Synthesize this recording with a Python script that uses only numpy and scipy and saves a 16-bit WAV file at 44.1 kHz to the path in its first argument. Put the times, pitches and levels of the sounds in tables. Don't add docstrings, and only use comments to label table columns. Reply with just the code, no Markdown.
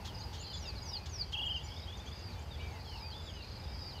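import sys
import numpy as np
from scipy import signal
from scipy.fft import rfft, irfft
from scipy.io import wavfile
from scipy.ndimage import uniform_filter1d, map_coordinates

SR = 44100
rng = np.random.default_rng(int(sys.argv[2]) if len(sys.argv) > 2 else 0)


def int16_out(signal):
    q = np.round(np.clip(np.atleast_2d(signal).T, -1, 1) * 32767)
    wavfile.write(sys.argv[1], SR, q.astype(np.int16))


N = 176400

# frequency in Hz, relative level in dB.
WIND_SPECTRUM = [(20, -43), (42, -7.5), (64, 2.5), (100, -3.5), (266, -19), (440, -19.5), (650, -21.5),
                 (1070, -25.5), (2030, -29.5), (3080, -31), (3700, -34.5), (4800, -29.5), (5700, -38.5),
                 (8160, -46.5), (10500, -50.5), (12700, -46.5), (14500, -53), (15600, -77)]
MURMUR_SPECTRUM = [(300, -19), (650, -14), (850, 7), (1050, -6.5), (1500, -31)]
RASP_SPECTRUM = [(300, -34), (1500, -4.5), (2600, -5), (3400, 6), (4000, 3.5), (4700, 0), (6800, -4.5),
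                 (8500, -20), (15000, -26)]
SHEEN_SPECTRUM = [(9000, -40), (11000, -12), (12300, 18), (14200, -8), (15600, -18)]
# time in seconds, level in dB.
MURMUR_LEVEL = [(0, -56.5), (.3, -56), (.75, -65), (.9, -55), (1.149, -66), (1.46, -56.5), (1.9, -64.5),
                (2.35, -59), (2.6, -64), (3.0, -58.5), (3.4, -67.5), (4, -61.5)]
# centre pitch in Hz, spread as a fraction of it,
# notes per second, note length in seconds, level of the register in dB.
CHORUS_REGISTERS = [(4710, 0.0657, 70, 0.0177, -64.5), (3000, 0.3, 26, .08, -65),
                    (6000, 0.121, 110, 0.0203, -74)]
# start in seconds, length in seconds, level in dB.
RASP_CALLS = [(0.046, 0.049, -48), (0.326, 0.065, -51), (1.057, 0.024, -47.5), (1.321, 0.025, -49)]
# start and length in seconds, first, middle and last pitch in Hz,
# level in dB.
SLURRED_NOTES = [ (.06, 0.049, 3520, 3290, 2860, -54.5), (.198, 0.031, 4740, 4390, 3900, -52.5),
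                 (.345, 0.11, 3450, 2940, 2630, -60.5), (.465, .065, 3080, 3144, 2900, -55.5),
                 (.53, 0.035, 3530, 3480, 3300, -46.5), (.62, 0.075, 3120, 2755, 2570, -57.5),
                 (.654, 0.02, 3900, 3650, 3490, -51), (.70, 0.24, 2410, 2220, 2280, -67),
                 (.752, 0.043, 4730, 4210, 3970, -53.5), (.915, 0.063, 3980, 3440, 2780, -53.5),
                 (2.286, 0.027, 2480, 2390, 2310, -57.5), (2.505, 0.06, 3760, 3560, 3230, -55.5),
                 (2.585, 0.11, 2278, 2336, 2216, -56.5), (2.592, 0.033, 2200, 2900, 2930, -55.5),
                 (2.68, .13, 2290, 2130, 1900, -63.5), (2.852, 0.0597, 3420, 3240, 3000, -59.5),
                 (2.905, 0.076, 3070, 2910, 2520, -55), (3.005, 0.076, 2270, 2430, 2520, -59),
                 (3.112, .115, 3000, 3540, 3380, -53), (3.22, 0.1, 3950, 3790, 3300, -61.5),
                 (3.268, 0.043, 3480, 3380, 2870, -51.5), (3.335, 0.095, 3110, 2880, 2650, -58),
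                 (3.432, .022, 2380, 2400, 2600, -59), (3.945, .09, 3050, 2850, 2870, -57.5),
                 (3.957, 0.04, 4970, 4300, 3375, -56)]
THIN_NOTES = [(0.186, 0.029, 5600, 6480, 6600, -58.5), (0.386, 0.045, 6000, 7000, 7000, -55.5),
              (0.531, 0.033, 6000, 7250, 5900, -57.5), (0.576, 0.034, 6100, 7130, 6050, -64),
              (0.652, 0.046, 6000, 6700, 5800, -64), (1.376, .01, 5800, 6260, 6870, -61),
              (1.456, 0.02, 6900, 7100, 7300, -60.5), (1.573, 0.012, 5800, 6260, 6800, -61),
              (1.631, 0.032, 6800, 7100, 7000, -61.5), (1.645, .024, 5800, 5800, 6140, -59),
              (1.781, 0.011, 5700, 6400, 6850, -62), (1.969, 0.03, 7400, 6000, 7530, -60.5),
              (2.055, 0.04, 7700, 6000, 7460, -61.5), (2.188, 0.011, 5700, 6580, 7060, -60),
              (2.389, 0.012, 5700, 6640, 7340, -61), (2.422, 0.01, 7900, 7340, 6400, -64),
              (2.716, 0.04, 5880, 6570, 6050, -66), (3.22, 0.16, 7600, 6710, 6210, -68)]
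# start and length in seconds, top pitch in Hz, level in dB.
TWITTER_NOTES = [(1.598, 0.033, 3460, -57), (1.707, 0.03, 3350, -53.5), (1.763, 0.019, 3660, -51),
                 (1.788, 0.017, 3550, -55), (1.828, .022, 3910, -57), (1.868, 0.044, 3370, -52),
                 (1.921, 0.041, 3645, -52.5), (1.988, 0.03, 3600, -54.5), (2.062, 0.031, 3400, -52.5),
                 (2.11, 0.028, 3590, -53.5)]
# start in seconds, number of chips (rounded in use), period and chip length in seconds,
# top and bottom pitch in Hz, level in dB.
TRILL_RUNS = [(0.144, 4, 0.03, 0.02, 5080, 4650, -51), (0.377, 11.7, 0.017, 0.021, 4560, 3800, -53.5),
              (0.432, 5.1, 0.033, 0.022, 4990, 4650, -52), (0.784, 3.9, 0.034, 0.019, 5040, 4650, -49),
              (1.491, 3, 0.033, 0.027, 5000, 4790, -57), (1.663, 10, .0193, 0.0118, 5370, 4300, -53.5),
              (2.051, 9.9, 0.021, 0.017, 4910, 4220, -60.5), (2.125, 3.2, 0.031, 0.022, 5050, 4690, -56.5),
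              (2.7953, 9.9, 0.02, 0.017, 4670, 3950, -56.5), (2.8485, 7.2, .0209, 0.013, 5470, 4560, -57.5),
              (3.141, 12, 0.019, .014, 5020, 4640, -58.5), (3.4, 9.3, 0.021, 0.014, 4720, 3750, -54.5),
              (3.432, 6.7, 0.041, 0.019, 5040, 4770, -57), (3.695, 14, 0.018, 0.0109, 5310, 4560, -54),
              (3.725, 7.3, 0.032, 0.029, 5010, 4600, -55.5)]
# start and length in seconds,
# base level in dB.
STEEP_WHISTLES = [(.572, 0.14, -38), (.828, 0.15, -34), (1.094, 0.14, -31.5)]
DROPPING_WHISTLES = [(2.212, 0.13, -52.5), (2.992, 0.15, -48.5), (3.79, .138, -50)]
# fraction of the length, pitch in Hz, level in dB relative to the base.
STEEP_CONTOUR = [(0, 6780, -25), (.2, 6250, -26), (.3, 5940, -19), (.44, 5600, -13.5), (.6, 5180, -24),
                 (.74, 4940, -8), (.88, 4620, -6), (1, 4110, -11.5)]
DROPPING_CONTOUR = [(0, 5250, -10), (.3, 4790, -2.5), (.68, 4650, -5.5), (.79, 4520, -6), (1, 3750, -6.5)]
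# time in seconds, centre pitch in Hz, pitch swing in Hz, level in dB.
WARBLE_CONTOUR = [(1.328, 2730, 324, -42), (1.341, 3017, 314, -38.5), (1.362, 2962, 302, -42),
                  (1.39, 3036, 266, -39), (1.429, 3102, 235, -38.5), (1.484, 3013, 200, -40.5),
                  (1.519, 3034, 141, -36), (1.535, 3060, 139.7, -52), (1.553, 2997, 138, -37.5),
                  (1.588, 2870, 108, -44)]

WIND_DB, HUM_DB, HUM_HZ, HUM_WAVER_HZ, HUM_FLUTTER = -45.5, -52, 82.85, 0.98, 0.24
EDGE_S, PITCH_JITTER, JITTER_PER_S, FLICKER_PER_S = 0.0017, 0.0057, 389, 195.3
TRILL_START_DB, TRILL_SLIP_S, TRILL_UNEVEN_DB, TRILL_DETUNE = -1.5, .0007, 1.3, 0.0077
WARBLE_RATE_HZ, WARBLE_CREST_S, WARBLE_SQUARENESS, WARBLE_STROKE_DB = 23.2, 0.0095, 1.17, 1.5
WARBLE_ECHO_S, WARBLE_ECHO_DB, NEAR_SCATTER_DB = 0.0044, -13.5, -3.5
SCATTER_DB, SCATTER_T60_S, FAR_DB, FAR_T60_S = -6, 0.16, -13.5, 0.92
SHEEN_DB, SHEEN_FOLLOWS_ABOVE_HZ, SHEEN_SMOOTH_S = -29.5, 7300, .004
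CUTOFF_HZ = 15650


def amp(db):
    return 10 ** (np.asarray(db) / 20)


def unit(x):
    return x / np.sqrt(np.mean(x ** 2) + 1e-20)


def add(mix, start, sound):
    part = mix[max(round(start * SR), 0):][:len(sound)]
    part += sound[:len(part)]


def drift(n, rate):
    knots = rng.standard_normal(1024)
    return map_coordinates(knots, [np.arange(n) * rate / SR], order=3, mode="wrap")


def noise(spectrum):
    hz, db = np.transpose(spectrum)
    bins_hz = np.fft.rfftfreq(N, 1 / SR)
    gain = amp(np.interp(np.log(bins_hz + 1), np.log(hz), db))
    return unit(irfft(rfft(rng.standard_normal(N)) * gain, N))


def whistle(hz, gain, flicker_db):
    n = len(hz)
    t = np.arange(n) / SR
    edges = np.clip(np.minimum(t, t[-1] - t) / EDGE_S, 0, 1)
    phase = 2 * np.pi * np.cumsum(hz * (1 + PITCH_JITTER * drift(n, JITTER_PER_S))) / SR
    flicker = amp(flicker_db * np.tanh(drift(n, FLICKER_PER_S)))
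    return np.sqrt(2) * gain * edges * flicker * np.sin(phase)


def slur(length, first, middle, last, db):
    u = np.linspace(0, 1, max(int(length * SR), 64))
    bow = (middle - (first + last) / 2) * (1 - (2 * u - 1) ** 2)
    arch = abs(np.sin(np.pi * u)) ** 0.26
    return whistle(first * (1 - u) + last * u + bow, amp(db) * arch, flicker_db=2)


def wind():
    air = amp(WIND_DB + 0.93 * drift(N, 9)) * noise(WIND_SPECTRUM)
    swell_db = np.interp(np.arange(N) / SR, *np.transpose(MURMUR_LEVEL))
    return air + amp(swell_db + 2.85 * drift(N, 12)) * noise(MURMUR_SPECTRUM)


def hum():
    phase = 2 * np.pi * np.cumsum(HUM_HZ + HUM_WAVER_HZ * drift(N, 11.75)) / SR
    return amp(HUM_DB) * unit((1 + HUM_FLUTTER * drift(N, 16)) * np.sin(phase))


def far_chorus():
    out = np.zeros(N)
    for hz, spread, rate, length, db in CHORUS_REGISTERS:
        voices = np.zeros(N)
        for when, pitch, bend, faintness in rng.random((int(rate * N / SR), 4)):
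            middle = hz * (1 + spread * (2 * pitch - 1))
            fall = 0.1033 * bend - .03
            chirp = slur(length, middle * (1 + fall), middle, middle * (1 - fall), -8 * faintness)
            add(voices, when * N / SR, chirp)
        out += amp(db) * unit(voices)
    return out


def rasps():
    envelope, hiss = np.zeros(N), noise(RASP_SPECTRUM)
    for start, length, db in RASP_CALLS:
        u = np.linspace(0, 1, int(length * SR))
        add(envelope, start, amp(db) * np.sin(np.pi * u ** 0.53))
    return envelope * hiss


def small_notes():
    out = np.zeros(N)
    for start, *note in SLURRED_NOTES + THIN_NOTES:
        add(out, start, slur(*note))
    for start, length, top, db in TWITTER_NOTES:
        add(out, start, slur(length, .89 * top, .98 * top, top, db))
    return out


def trills():
    out = np.zeros(N)
    for start, count, period, length, top, bottom, db in TRILL_RUNS:
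        pitches = np.array([top, top + 0.353 * (bottom - top), bottom])
        for k, (slip, size, detune) in enumerate(rng.standard_normal((round(count), 3))):
            onset_db = TRILL_START_DB * max(1 - 2 * (k + .5) / count, 0)
            level = db + onset_db + TRILL_UNEVEN_DB * size
            chip = slur(length, *(pitches * (1 + TRILL_DETUNE * detune)), level)
            add(out, start + k * period + TRILL_SLIP_S * slip, chip)
    return out


def falling_whistles(calls, contour, flicker_db):
    out = np.zeros(N)
    fraction, hz, db = np.transpose(contour)
    for start, length, base_db in calls:
        u = np.linspace(0, 1, int(length * SR))
        gain = amp(base_db + np.interp(u, fraction, db))
        add(out, start, whistle(np.interp(u, fraction, hz), gain, flicker_db))
    return out


def warble():
    out = np.zeros(N)
    times, centre, swing, db = np.transpose(WARBLE_CONTOUR)
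    start = times[0]
    t = np.arange(start, times[-1], 1 / SR)
    cycle = 2 * np.pi * WARBLE_RATE_HZ * (t - start - WARBLE_CREST_S)
    vibrato = np.tanh(WARBLE_SQUARENESS * np.cos(cycle)) / np.tanh(WARBLE_SQUARENESS)
    hz = np.interp(t, times, centre) + np.interp(t, times, swing) * vibrato
    gain = amp(np.interp(t, times, db) + WARBLE_STROKE_DB * np.sin(cycle))
    call = whistle(hz, gain, flicker_db=.8)
    add(out, start, call)
    add(out, start + WARBLE_ECHO_S, amp(WARBLE_ECHO_DB) * call)
    return out


def scatter(x, t60):
    t = np.arange(SR) / SR
    taps = rng.standard_normal(SR) * (rng.random(SR) < 2500 / SR)
    response = taps * (t > .002) * amp(-60 * t / t60)
    return signal.fftconvolve(x, response / np.linalg.norm(response))[:N]


def sheen(birds):
    highpass = signal.butter(2, SHEEN_FOLLOWS_ABOVE_HZ, "high", fs=SR, output="sos")
    treble = signal.sosfilt(highpass, birds)
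    envelope = np.sqrt(abs(uniform_filter1d(treble ** 2, int(SHEEN_SMOOTH_S * SR))))
    return amp(SHEEN_DB) * envelope * noise(SHEEN_SPECTRUM)


def scene():
    background = wind() + hum()
    near = warble() + falling_whistles(STEEP_WHISTLES, STEEP_CONTOUR, flicker_db=3.5)
    drops = falling_whistles(DROPPING_WHISTLES, DROPPING_CONTOUR, flicker_db=2)
    further = drops + small_notes() + trills() + rasps()
    birds = near + further
    incident = amp(NEAR_SCATTER_DB) * near + further
    echoes = amp(SCATTER_DB) * scatter(incident, SCATTER_T60_S)
    echoes += amp(FAR_DB) * scatter(incident, FAR_T60_S)
    return (background + birds + echoes + sheen(birds) + far_chorus())[None]


def record(dry):
    lowpass = signal.firwin(511, CUTOFF_HZ, window=("kaiser", 9), fs=SR)
    return signal.oaconvolve(dry, lowpass[None], "same")


dry = scene()
out = record(dry)
int16_out(out)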